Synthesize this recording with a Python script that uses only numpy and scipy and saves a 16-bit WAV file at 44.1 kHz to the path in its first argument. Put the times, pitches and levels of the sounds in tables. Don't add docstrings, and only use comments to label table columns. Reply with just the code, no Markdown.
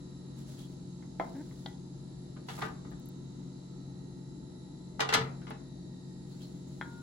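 import sys
import numpy as np
from scipy import signal
from scipy.fft import rfft, irfft, next_fast_len
from scipy.io import wavfile
from scipy.ndimage import uniform_filter1d, map_coordinates

SR = 44100
rng = np.random.default_rng(int(sys.argv[2]) if len(sys.argv) > 2 else 0)


def transcribe(signal):
    frames = np.atleast_2d(signal).T
    limited = np.clip(frames, -1, 1)
    pcm = np.round(limited * 32767).astype(np.int16)
    wavfile.write(sys.argv[1], SR, pcm)


N = 309582

# start_s, level_db, lower_knock_hz, upper_knock_hz, upper_knock_db,
# bottom_ring_db, wood_click_db, handle_ring_db, wall_ring_db
SPOON_TAPS = [(1.024, -68, 1350, 1900, -3, 6, -14, -18, -8),
              (1.198, -31.3, 730, 1250, -10, -4.5, -28, -36, -30),
              (1.511, -66, 1100, 1900, -4, 0, -15, -20, -20), (1.66, -46, 790, 1400, -13, -9, -.5, -21, -9),
              (6.8118, -39.5, 980, 1520, 1, -8.5, -18, -15, -24)]


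def amp(db):
    return 10 ** (np.asarray(db) / 20)


def unit(x):
    return x / np.sqrt(np.mean(x ** 2) + 1e-20)


def unit_onset(x):
    return x / np.sqrt(np.mean(x[..., :SR // 50] ** 2) + 1e-20)


def along(points, hz):
    f, v = np.transpose(points)
    return np.interp(np.log(hz + 1), np.log(f + 1), v)


def wobble(rate):
    knots = rng.standard_normal(int(N * rate / SR) + 4)
    return map_coordinates(knots, [np.arange(N) * rate / SR])


def filtered(x, response):
    n = x.shape[-1]
    m = next_fast_len(n + SR // 4)
    return irfft(rfft(x, m) * response(np.fft.rfftfreq(m, 1 / SR)), m)[..., :n]


def causal(gain):
    cepstrum = irfft(np.log(np.maximum(gain, 1e-6)))
    half = len(cepstrum) // 2
    cepstrum[1:half] *= 2
    cepstrum[half + 1:] = 0
    return np.exp(rfft(cepstrum))


def resonances(peaks, f):
    total = 0
    for k, (hz, width, db) in enumerate(peaks):
        total = total + (-1) ** k * amp(db) * 1j * f * width / (hz * hz - f * f + 1j * f * width)
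    return total


def add(track, s, sound):
    part = track[:, round(s * SR):][:, :sound.shape[-1]]
    part += sound[..., :part.shape[-1]]


def ring(modes, t, scatter_db, spread=2):
    hz, db, t60 = np.transpose(modes)[:, :, None, None]
    size = amp(db + scatter_db * rng.standard_normal((len(modes), 2, 1)))
    phase = rng.uniform(0, 2 * np.pi, hz.shape) + spread * rng.standard_normal(size.shape)
    decaying = size * amp(-60 * t / t60) * np.sin(2 * np.pi * hz * t + phase)
    return unit_onset(decaying.sum(0))


def burst(spectrum, t, t60):
    noise = rng.standard_normal((2, len(t))) * amp(-60 * t / t60)
    return unit_onset(filtered(noise, lambda f: causal(amp(along(spectrum, f)))))


def brighten(x, tilt_db):
    return unit_onset(filtered(x, lambda f: causal(amp(tilt_db * np.log2(1 + f / 1000)))))


def stroke(s, length, attack, release):
    t = np.arange(N) / SR - s
    return np.exp(-(np.minimum(t, 0) / attack) ** 2 - np.maximum(t - length, 0) / release)


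def in_kitchen(x, wet_db):
    # pitch_hz, t60_s
    room_decay = [(150, 0.97), (1000, 0.45), (4000, 0.27), (8000, 0.22), (14000, 0.086)]
    hz, t, z = signal.stft(rng.standard_normal((2, SR // 2)), SR, nperseg=256)
    fading = z * amp(-60 * t / along(room_decay, hz)[:, None])
    tail = signal.istft(fading, SR, nperseg=256)[1]
    tail *= 1 - np.exp(-np.arange(tail.shape[1]) / SR / 0.0012)
    tail /= np.linalg.norm(tail[0])
    return x + amp(wet_db) * signal.fftconvolve(x, tail, axes=1)[:, :x.shape[1]]


def contacts(count):
    # start_s, level_db, brightness_db_per_octave, spot_hz, spot_boost_db, ringing_mode_hz
    clanks = [(2.363, -56, -7, 1430, -11, 1216), (2.485, -42, -3.5, 900, -8, 3467),
              (2.497, -46.5, -4.5, 4400, -5, 3467), (2.578, -47, -9, 1300, 3, 1216),
              (2.586, -45.5, -11, 900, -1, 1034), (2.615, -40.5, -3.5, 1900, 6, 1930),
              (2.621, -34.5, -7.5, 1300, 10, 1216), (2.627, -42.5, -8, 1800, 12, 1930),
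              (2.65, -44.5, -3, 1250, 17, 1216), (2.658, -54, -3, 1500, 11, 1470),
              (2.705, -52, -20, 1480, -4, 1930), (2.847, -54.5, -12, 1290, -9, 1216),
              (2.915, -54.5, -12, 1380, -7, 1216), (4.994, -32, -6, 900, 2, 806),
              (5.003, -27, 0, 1520, -3, 3079), (5.012, -37, -1, 6500, 12, 1930),
              (5.021, -35, -5.5, 1300, -1, 1216), (5.089, -31.5, -3, 2630, -3, 2742),
              (5.102, -39, -3, 1300, 2, 1400), (5.125, -29, -3, 1500, 3, 1034),
              (5.137, -23.5, 3.5, 3800, 0, 4080), (5.146, -24, -2, 1910, 0, 1400),
              (5.171, -34.5, -7, 1120, 8, 806), (5.178, -41, -8, 1700, -2, 1530),
              (5.212, -46, -5.5, 3450, 11, 3467), (5.415, -60, -2, 1500, 13, 1390),
              (5.468, -49, -4.5, 1300, -16, 1216), (5.505, -42, -8, 1090, -6, 1130)]
    delay_s, loss_db, dull_db_per_octave = .029, 18.5, 8
    return [(s + k * delay_s, db - k * loss_db, tilt_db - k * dull_db_per_octave, *spot)
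            for s, db, tilt_db, *spot in clanks for k in range(count)]


def pan_on_grate():
    # pitch_hz, level_db
    pan_modes = [(441, -1), (628, -14), (806, -3), (861, -3), (956, -8), (1034, -6), (1152, -10),
                 (1216, -2.5), (1400, -4), (1470, -7), (1530, -5), (1730, -3.5), (1930, -3), (2111, -10),
                 (2201, -11), (2285, -9), (2742, -7), (2884, -4), (3079, -5), (3235, -11), (3467, -7),
                 (3672, -10), (3777, -9), (3910, -11), (4098, -9), (4449, -13), (4661, -11), (4960, -12),
                 (5651, -13), (6054, -13), (6202, -15), (6598, -14)]
    # pitch_hz, level_db
    iron_clash = [(150, -15), (400, -10), (800, -1.5), (1500, -3), (2000, -3.5), (2500, -7.5), (4000, -6.5),
                  (6500, -14), (8500, -17), (12000, -30.5), (16000, -41)]
    favour_db, favour_octaves = 6, .05
    detune_share, rattle_per_s = .004, 800
    grind_s, grind_at_db, grind_doubles_db = 0.008, -25, 20
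    out, t = np.zeros((2, N)), np.arange(SR * 2 // 5) / SR
    bite = 1 - np.exp(-t / .001)
    for s, db, tilt_db, spot_hz, spot_db, ring_hz in contacts(count=2):
        modes = []
        for hz, mode_db in pan_modes:
            favour = favour_db * np.exp(-(np.log2(hz / ring_hz) / favour_octaves) ** 2)
            shifted_hz = hz * (1 + detune_share * rng.standard_normal())
            modes.append((shifted_hz, mode_db + favour, .24 * (hz / 1000) ** -.2))
        grind = grind_s * 2 ** ((grind_at_db - db) / grind_doubles_db)
        small_blows = rng.standard_normal(len(t)) * (rng.random(len(t)) < rattle_per_s / SR)
        force = .65 * small_blows * np.exp(-t / max(grind, .001))
        force[0] = 1
        clash = burst(iron_clash, t, t60=0.031)
        clash = unit_onset(signal.fftconvolve(clash, force[None], axes=1)[:, :len(t)])
        blow = bite * (in_kitchen(clash, wet_db=-9) + amp(-3.5) * ring(modes, t, scatter_db=2))
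        blow = filtered(blow, lambda f: 3 + resonances([(spot_hz, 0.35 * spot_hz, spot_db)], f))
        add(out, s, amp(db) * brighten(blow, tilt_db))
    return out


def hob_boom():
    # start_s, level_db
    weight_onsets = [(2.52, -60), (2.619, -46.5), (5.008, -47), (5.14, -37), (5.174, -38.5), (5.205, -38)]
    # pitch_hz, width_hz, level_db
    steel_top = [(137.1, 6.3, 24), (265, 39, 8), (442, 13.6, 14)]
    out, t = np.zeros((2, N)), np.arange(SR * 2 // 5) / SR
    for s, db in weight_onsets:
        shake = rng.standard_normal(len(t)) * np.exp(-t / 0.046)
        add(out, s, amp(db) * unit_onset(filtered(shake, lambda f: resonances(steel_top, f))))
    return out


def spoon_taps():
    # pitch_hz, level_db
    wood_knock = [(120, 0), (300, 9), (700, 2), (1400, 0), (2050, 3), (2450, -15), (3300, -12), (4200, -18),
                  (6000, -12), (16000, -32)]
    # delay_s, level_db
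    chatter = [(0, 0), (.0062, -7.5), (.014, -9)]
    # pitch_hz, width_hz, level_db
    wood_crack = [(3300, 260, 5), (4100, 550, 0), (5600, 400, -12)]
    # pitch_hz, level_db
    bottom_spectrum = [(120, -3), (300, 5), (450, 6), (850, 6), (1100, 3), (1450, -3), (2100, -9),
                       (2600, -17), (3400, -17), (6000, -30), (16000, -54)]
    # pitch_hz, level_db, t60_s
    bottom_modes = [(427, -2, .16), (491, -2, .16), (684, -2, .2), (860, -4, .16), (910, 0, .14),
                    (1034, -5, .2), (1323, -6, .11), (1535, -6, .13), (2075, -9, .14)]
    # pitch_hz, level_db, t60_s
    handle_modes = [(3195, 0, .11), (3290, -4, .08), (3368, 0, .11), (3741, -9, .15), (3945, -10, .12)]
    # pitch_hz, level_db, t60_s
    leaned_wall = [(845, -5, .3), (1427, -4, .23), (1965, 0, .22), (2143, -13, .25)]
    lower_width, upper_width = .14, .2
    rise_s = .0006
    out, t = np.zeros((2, N)), np.arange(SR // 2) / SR
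    sides = 1 + .025 * np.array([[1], [-1]])
    for s, db, lower_hz, upper_hz, upper_db, bottom_db, click_db, handle_db, wall_db in SPOON_TAPS:
        lower = (lower_hz * sides, lower_width * lower_hz, 0)
        upper = (upper_hz * sides, upper_width * upper_hz, upper_db)
        spot = lambda f: resonances([lower], f) + resonances([upper], f)
        impulse = 1.0 * (t == 0)
        knock = filtered(impulse, lambda f: causal(amp(along(wood_knock, f))) * spot(f))
        knock = knock * (1 - np.exp(-(t / rise_s) ** 2))
        landings = [amp(loss_db) * np.roll(knock, round(delay * SR), axis=1) for delay, loss_db in chatter]
        knock = unit_onset(sum(landings))
        crack = rng.standard_normal((2, len(t))) * np.exp(-t / 0.0036)
        click = unit_onset(filtered(crack, lambda f: resonances(wood_crack, f)))
        bottom = burst(bottom_spectrum, t, t60=0.15) + amp(-1.5) * ring(bottom_modes, t, scatter_db=2)
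        bottom_peak = (upper_hz, upper_hz / 2, upper_db + 7)
        bottom = unit_onset(filtered(bottom, lambda f: 1 + resonances([bottom_peak], f)))
        handle = amp(handle_db) * ring(handle_modes, t, scatter_db=1, spread=.5)
        wall = amp(wall_db) * ring(leaned_wall, t, scatter_db=1, spread=.5)
        struck = in_kitchen(knock + amp(click_db) * click + amp(bottom_db) * bottom, wet_db=-11)
        add(out, s, amp(db) * (struck + handle + wall))
    return out


def wall_song():
    # pitch_hz, level_db, t60_s
    free_wall = [(926, 0.5, 1.1), (1427, 0, 3)]
    out, t = np.zeros((2, N)), np.arange(SR // 2) / SR
    add(out, SPOON_TAPS[-1][0], amp(-52.5) * ring(free_wall, t, scatter_db=0, spread=.5))
    return out


def spoon_slide():
    start_s, length_s, level_db = 1.355, 0.061, -41.5
    attack_s, release_s = 0.0076, 0.0098
    start_hz, gain_hz_per_s = 272, 330
    slip_hz = start_hz + gain_hz_per_s * np.clip(np.arange(N) / SR - start_s, 0, length_s)
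    turns = np.cumsum(slip_hz * np.exp(0.05 * wobble(200))) / SR
    slips = np.diff(np.floor(turns), prepend=0)
    slips = slips * amp(4.2 * rng.standard_normal(N))
    # pitch_hz, width_hz, level_db
    body = [(283, 40, 9.0), (920, 130, -11), (1570, 220, -14), (2150, 300, -25)]
    push = amp(level_db) * stroke(start_s, length_s, attack_s, release_s)
    judder = push * unit(filtered(slips, lambda f: resonances(body, f) / (1 + (f / 2400) ** 4)))
    return in_kitchen(np.array([judder, judder]), wet_db=-18.5)


def brushing():
    # start_s, length_s, level_db
    dry_rubs = [(0.388, 0.018, -61.5), (0.487, 0.044, -59), (0.589, 0.034, -59), (0.705, .025, -69),
                (1.214, 0.47, -67), (2.498, 0.15, -55), (6.29, 0.29, -71), (6.397, 0.049, -66.5),
                (6.69, 0.36, -70.5)]
    attack_s, release_s = .022, 0.038
    # pitch_hz, level_db
    colour = [(400, -2), (1500, 9.5), (2500, 2.0), (3400, 9), (7000, 7.5), (9000, 5.0), (11000, 1.0),
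              (13500, -7), (15500, -6.5)]
    grains = rng.standard_normal((2, N)) * amp(2.1 * wobble(250))
    power = sum((amp(db) * stroke(s, length, attack_s, release_s)) ** 2 for s, length, db in dry_rubs)
    return np.sqrt(power) * unit(filtered(grains, lambda f: amp(along(colour, f))))


def squeaks():
    # start_s, level_db, pitch_hz
    rim_catches = [(.578, -63.5, 3320), (.62, -66.5, 3300), (6.305, -66, 4170), (6.401, -65, 3180),
                   (6.415, -60.5, 4230), (6.71, -70, 4170)]
    out, t = np.zeros((2, N)), np.arange(SR // 6) / SR
    for s, db, hz in rim_catches:
        rub = rng.standard_normal((2, len(t))) * t * np.exp(-t / 0.018)
        add(out, s, amp(db) * unit_onset(filtered(rub, lambda f: resonances([(hz, 280, 0)], f))))
    return out


def ticks():
    # start_s, level_db, pitch_hz
    tiny_ticks = [(2.59, -60.5, 11500), (2.909, -77, 13000), (2.997, -73, 14000), (3.058, -66, 11100),
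                  (3.088, -59, 13700), (5.503, -62, 9300)]
    out, t = np.zeros((2, N)), np.arange(SR // 20) / SR
    for s, db, hz in tiny_ticks:
        snap = rng.standard_normal((2, len(t))) * np.exp(-t / 0.0022)
        add(out, s, amp(db) * unit_onset(filtered(snap, lambda f: resonances([(hz, 3500, 0)], f) ** 2)))
    return out


def shaft_tones(tones, turns, sway_db, sway_rate):
    total = 0
    for multiple, db in tones:
        level = amp(db + sway_db * wobble(sway_rate)) * np.sqrt(2)
        total = total + level * np.sin(2 * np.pi * (round(multiple) * turns + rng.random()))
    return total


def fan():
    # multiple_of_shaft_speed, level_db
    fan_tones = [(3, -49.5), (4, -51), (5, -62), (6, -67.5), (8, -59.5), (11, -71)]
    # pitch_hz, level_db
    air_rush = [(20, -44), (34, -7.5), (44, -5.5), (57, -4.5), (95, -7.5), (155, 4), (200, -3), (285, 1),
                (340, -5.5), (480, -17.5), (610, -26), (900, -21.5), (1300, -53.5), (2000, -65)]
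    # pitch_hz, likeness
    likeness = [(60, 1), (200, 0.89), (380, 0.58), (700, 0), (2000, 1)]
    shaft_hz = 45.02
    turns = np.cumsum(shaft_hz * (1 + 0.0011 * wobble(2.997))) / SR
    hum = shaft_tones(fan_tones, turns, sway_db=0.57, sway_rate=1.6)
    angle = lambda f: np.arccos(np.clip(along(likeness, f), -1, 1)) / 2
    split = lambda f: amp(along(air_rush, f)) * [np.cos(angle(f)), np.sin(angle(f))]
    mid, side = filtered(rng.standard_normal((2, N)), split)
    return hum + amp(-48.0) * unit(np.array([mid + side, mid - side]))


def drifting(x):
    z = signal.stft(x, nperseg=1024)[2]
    field = uniform_filter1d(rng.standard_normal(z.shape), size=4, axis=1)
    field = uniform_filter1d(field, size=36, axis=2)
    swaying = z * amp(3 * unit(field))
    return unit(signal.istft(swaying, nperseg=1024)[1][:, :N])


def fridge():
    # pitch_hz, width_hz, level_db
    shell = [(616, 33, 14), (855, 78, 4), (1273, 18.6, 4.5), (1886, 155, -1.5), (3807, 110, 4.5),
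             (4056, 36, 6.5), (4430, 44, 6.5), (4955, 91, 2), (5550, 280, -5), (6487, 81, -0.5),
             (6730, 50, -0.5), (7250, 103, 0.5), (7633, 62, 1.5), (8910, 240, -4.5), (10380, 153, -5)]
    # multiple_of_shaft_speed, level_db
    fridge_tones = [(10, -78), (15, -77.5), (17, -80), (64, -94), (65, -90), (68, -78), (75, -86),
                    (130, -96)]
    # pitch_hz, level_db
    hiss_colour = [(500, -10), (1000, 5), (1300, 8), (1650, -1), (2500, -3), (4000, 3), (7000, -5.5),
                   (8500, -4), (10700, -14), (11600, -28), (16000, -55)]
    # time_s, level_db
    hiss_level = [(0, -68), (1.7, -70), (3.3, -68), (4.3, -71), (5.8, -71), (7, -68)]
    # pitch_hz, level_db
    gas_colour = [(800, 1.0), (4000, -5.5), (6500, 3.5), (10000, -4.0)]
    shaft_hz = 58.8
    size = round(SR / shaft_hz)
    turns = np.cumsum(shaft_hz * (1 + .0001 * wobble(2.59))) / SR
    one_turn = rng.standard_normal((2, size))
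    rattle = unit(np.array([map_coordinates(side, [turns % 1 * size], mode="grid-wrap") for side in one_turn]))
    gas = filtered(rng.standard_normal((2, N)), lambda f: amp(along(gas_colour, f)))
    buzz = drifting(filtered(rattle + gas, lambda f: resonances(shell, f) / (1 + (f / 11000) ** 40)))
    tones = shaft_tones(fridge_tones, turns, sway_db=2.6, sway_rate=1.57)
    noise = rng.standard_normal((2, N)) + .5 * rattle
    hiss = unit(filtered(noise, lambda f: amp(along(hiss_colour, f))))
    hiss_db = np.interp(np.arange(N) / SR, *np.transpose(hiss_level))
    shade = amp(-1 * stroke(3.5, 0.69, 0.35, 0.35))
    return shade * (amp(-62.5) * buzz + tones) + amp(hiss_db) * hiss


def swells():
    # start_s, length_s, pitch_hz, single_filter_width_hz, level_db
    hiss_bands = [(0, 0.33, 1270, 200, -77), (2.8, 1.3, 6400, 350, -78), (3.1, 1.5, 1300, 200, -78.5)]
    swell_s = 0.3
    out = np.zeros((2, N))
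    for s, length, hz, width, db in hiss_bands:
        noise = rng.standard_normal((2, N))
        band = unit(filtered(noise, lambda f: resonances([(hz, width, 0)], f) ** 2))
        out += amp(db) * stroke(s, length, swell_s, swell_s) * band
    return out


def scene():
    # pitch_hz, left_minus_right_db
    pan_place = [(300, 0.5), (800, 0.5), (1400, 3), (3600, 2.5), (5500, 0), (10000, 0)]
    pan = pan_on_grate() + hob_boom() + spoon_taps() + wall_song() + spoon_slide()
    pan = filtered(pan, lambda f: amp(along(pan_place, f) * np.array([[.5], [-.5]])))
    fan_lag_s = 0.00016
    hum = filtered(fan(), lambda f: np.exp(1j * np.pi * f * fan_lag_s * np.array([[-1], [1]])))
    hum = hum * amp([[1], [-1]])
    return pan + brushing() + squeaks() + ticks() + hum + fridge() + swells()


def record(dry):
    # pitch_hz, level_db
    mic_top = [(8000, -0.5), (9000, -12.5), (10500, 6.5), (12000, 1.5), (13600, -6), (15200, 7)]
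    return filtered(dry, lambda f: amp(along(mic_top, f)) * (f < 16000))


dry = scene()
out = record(dry)
transcribe(out)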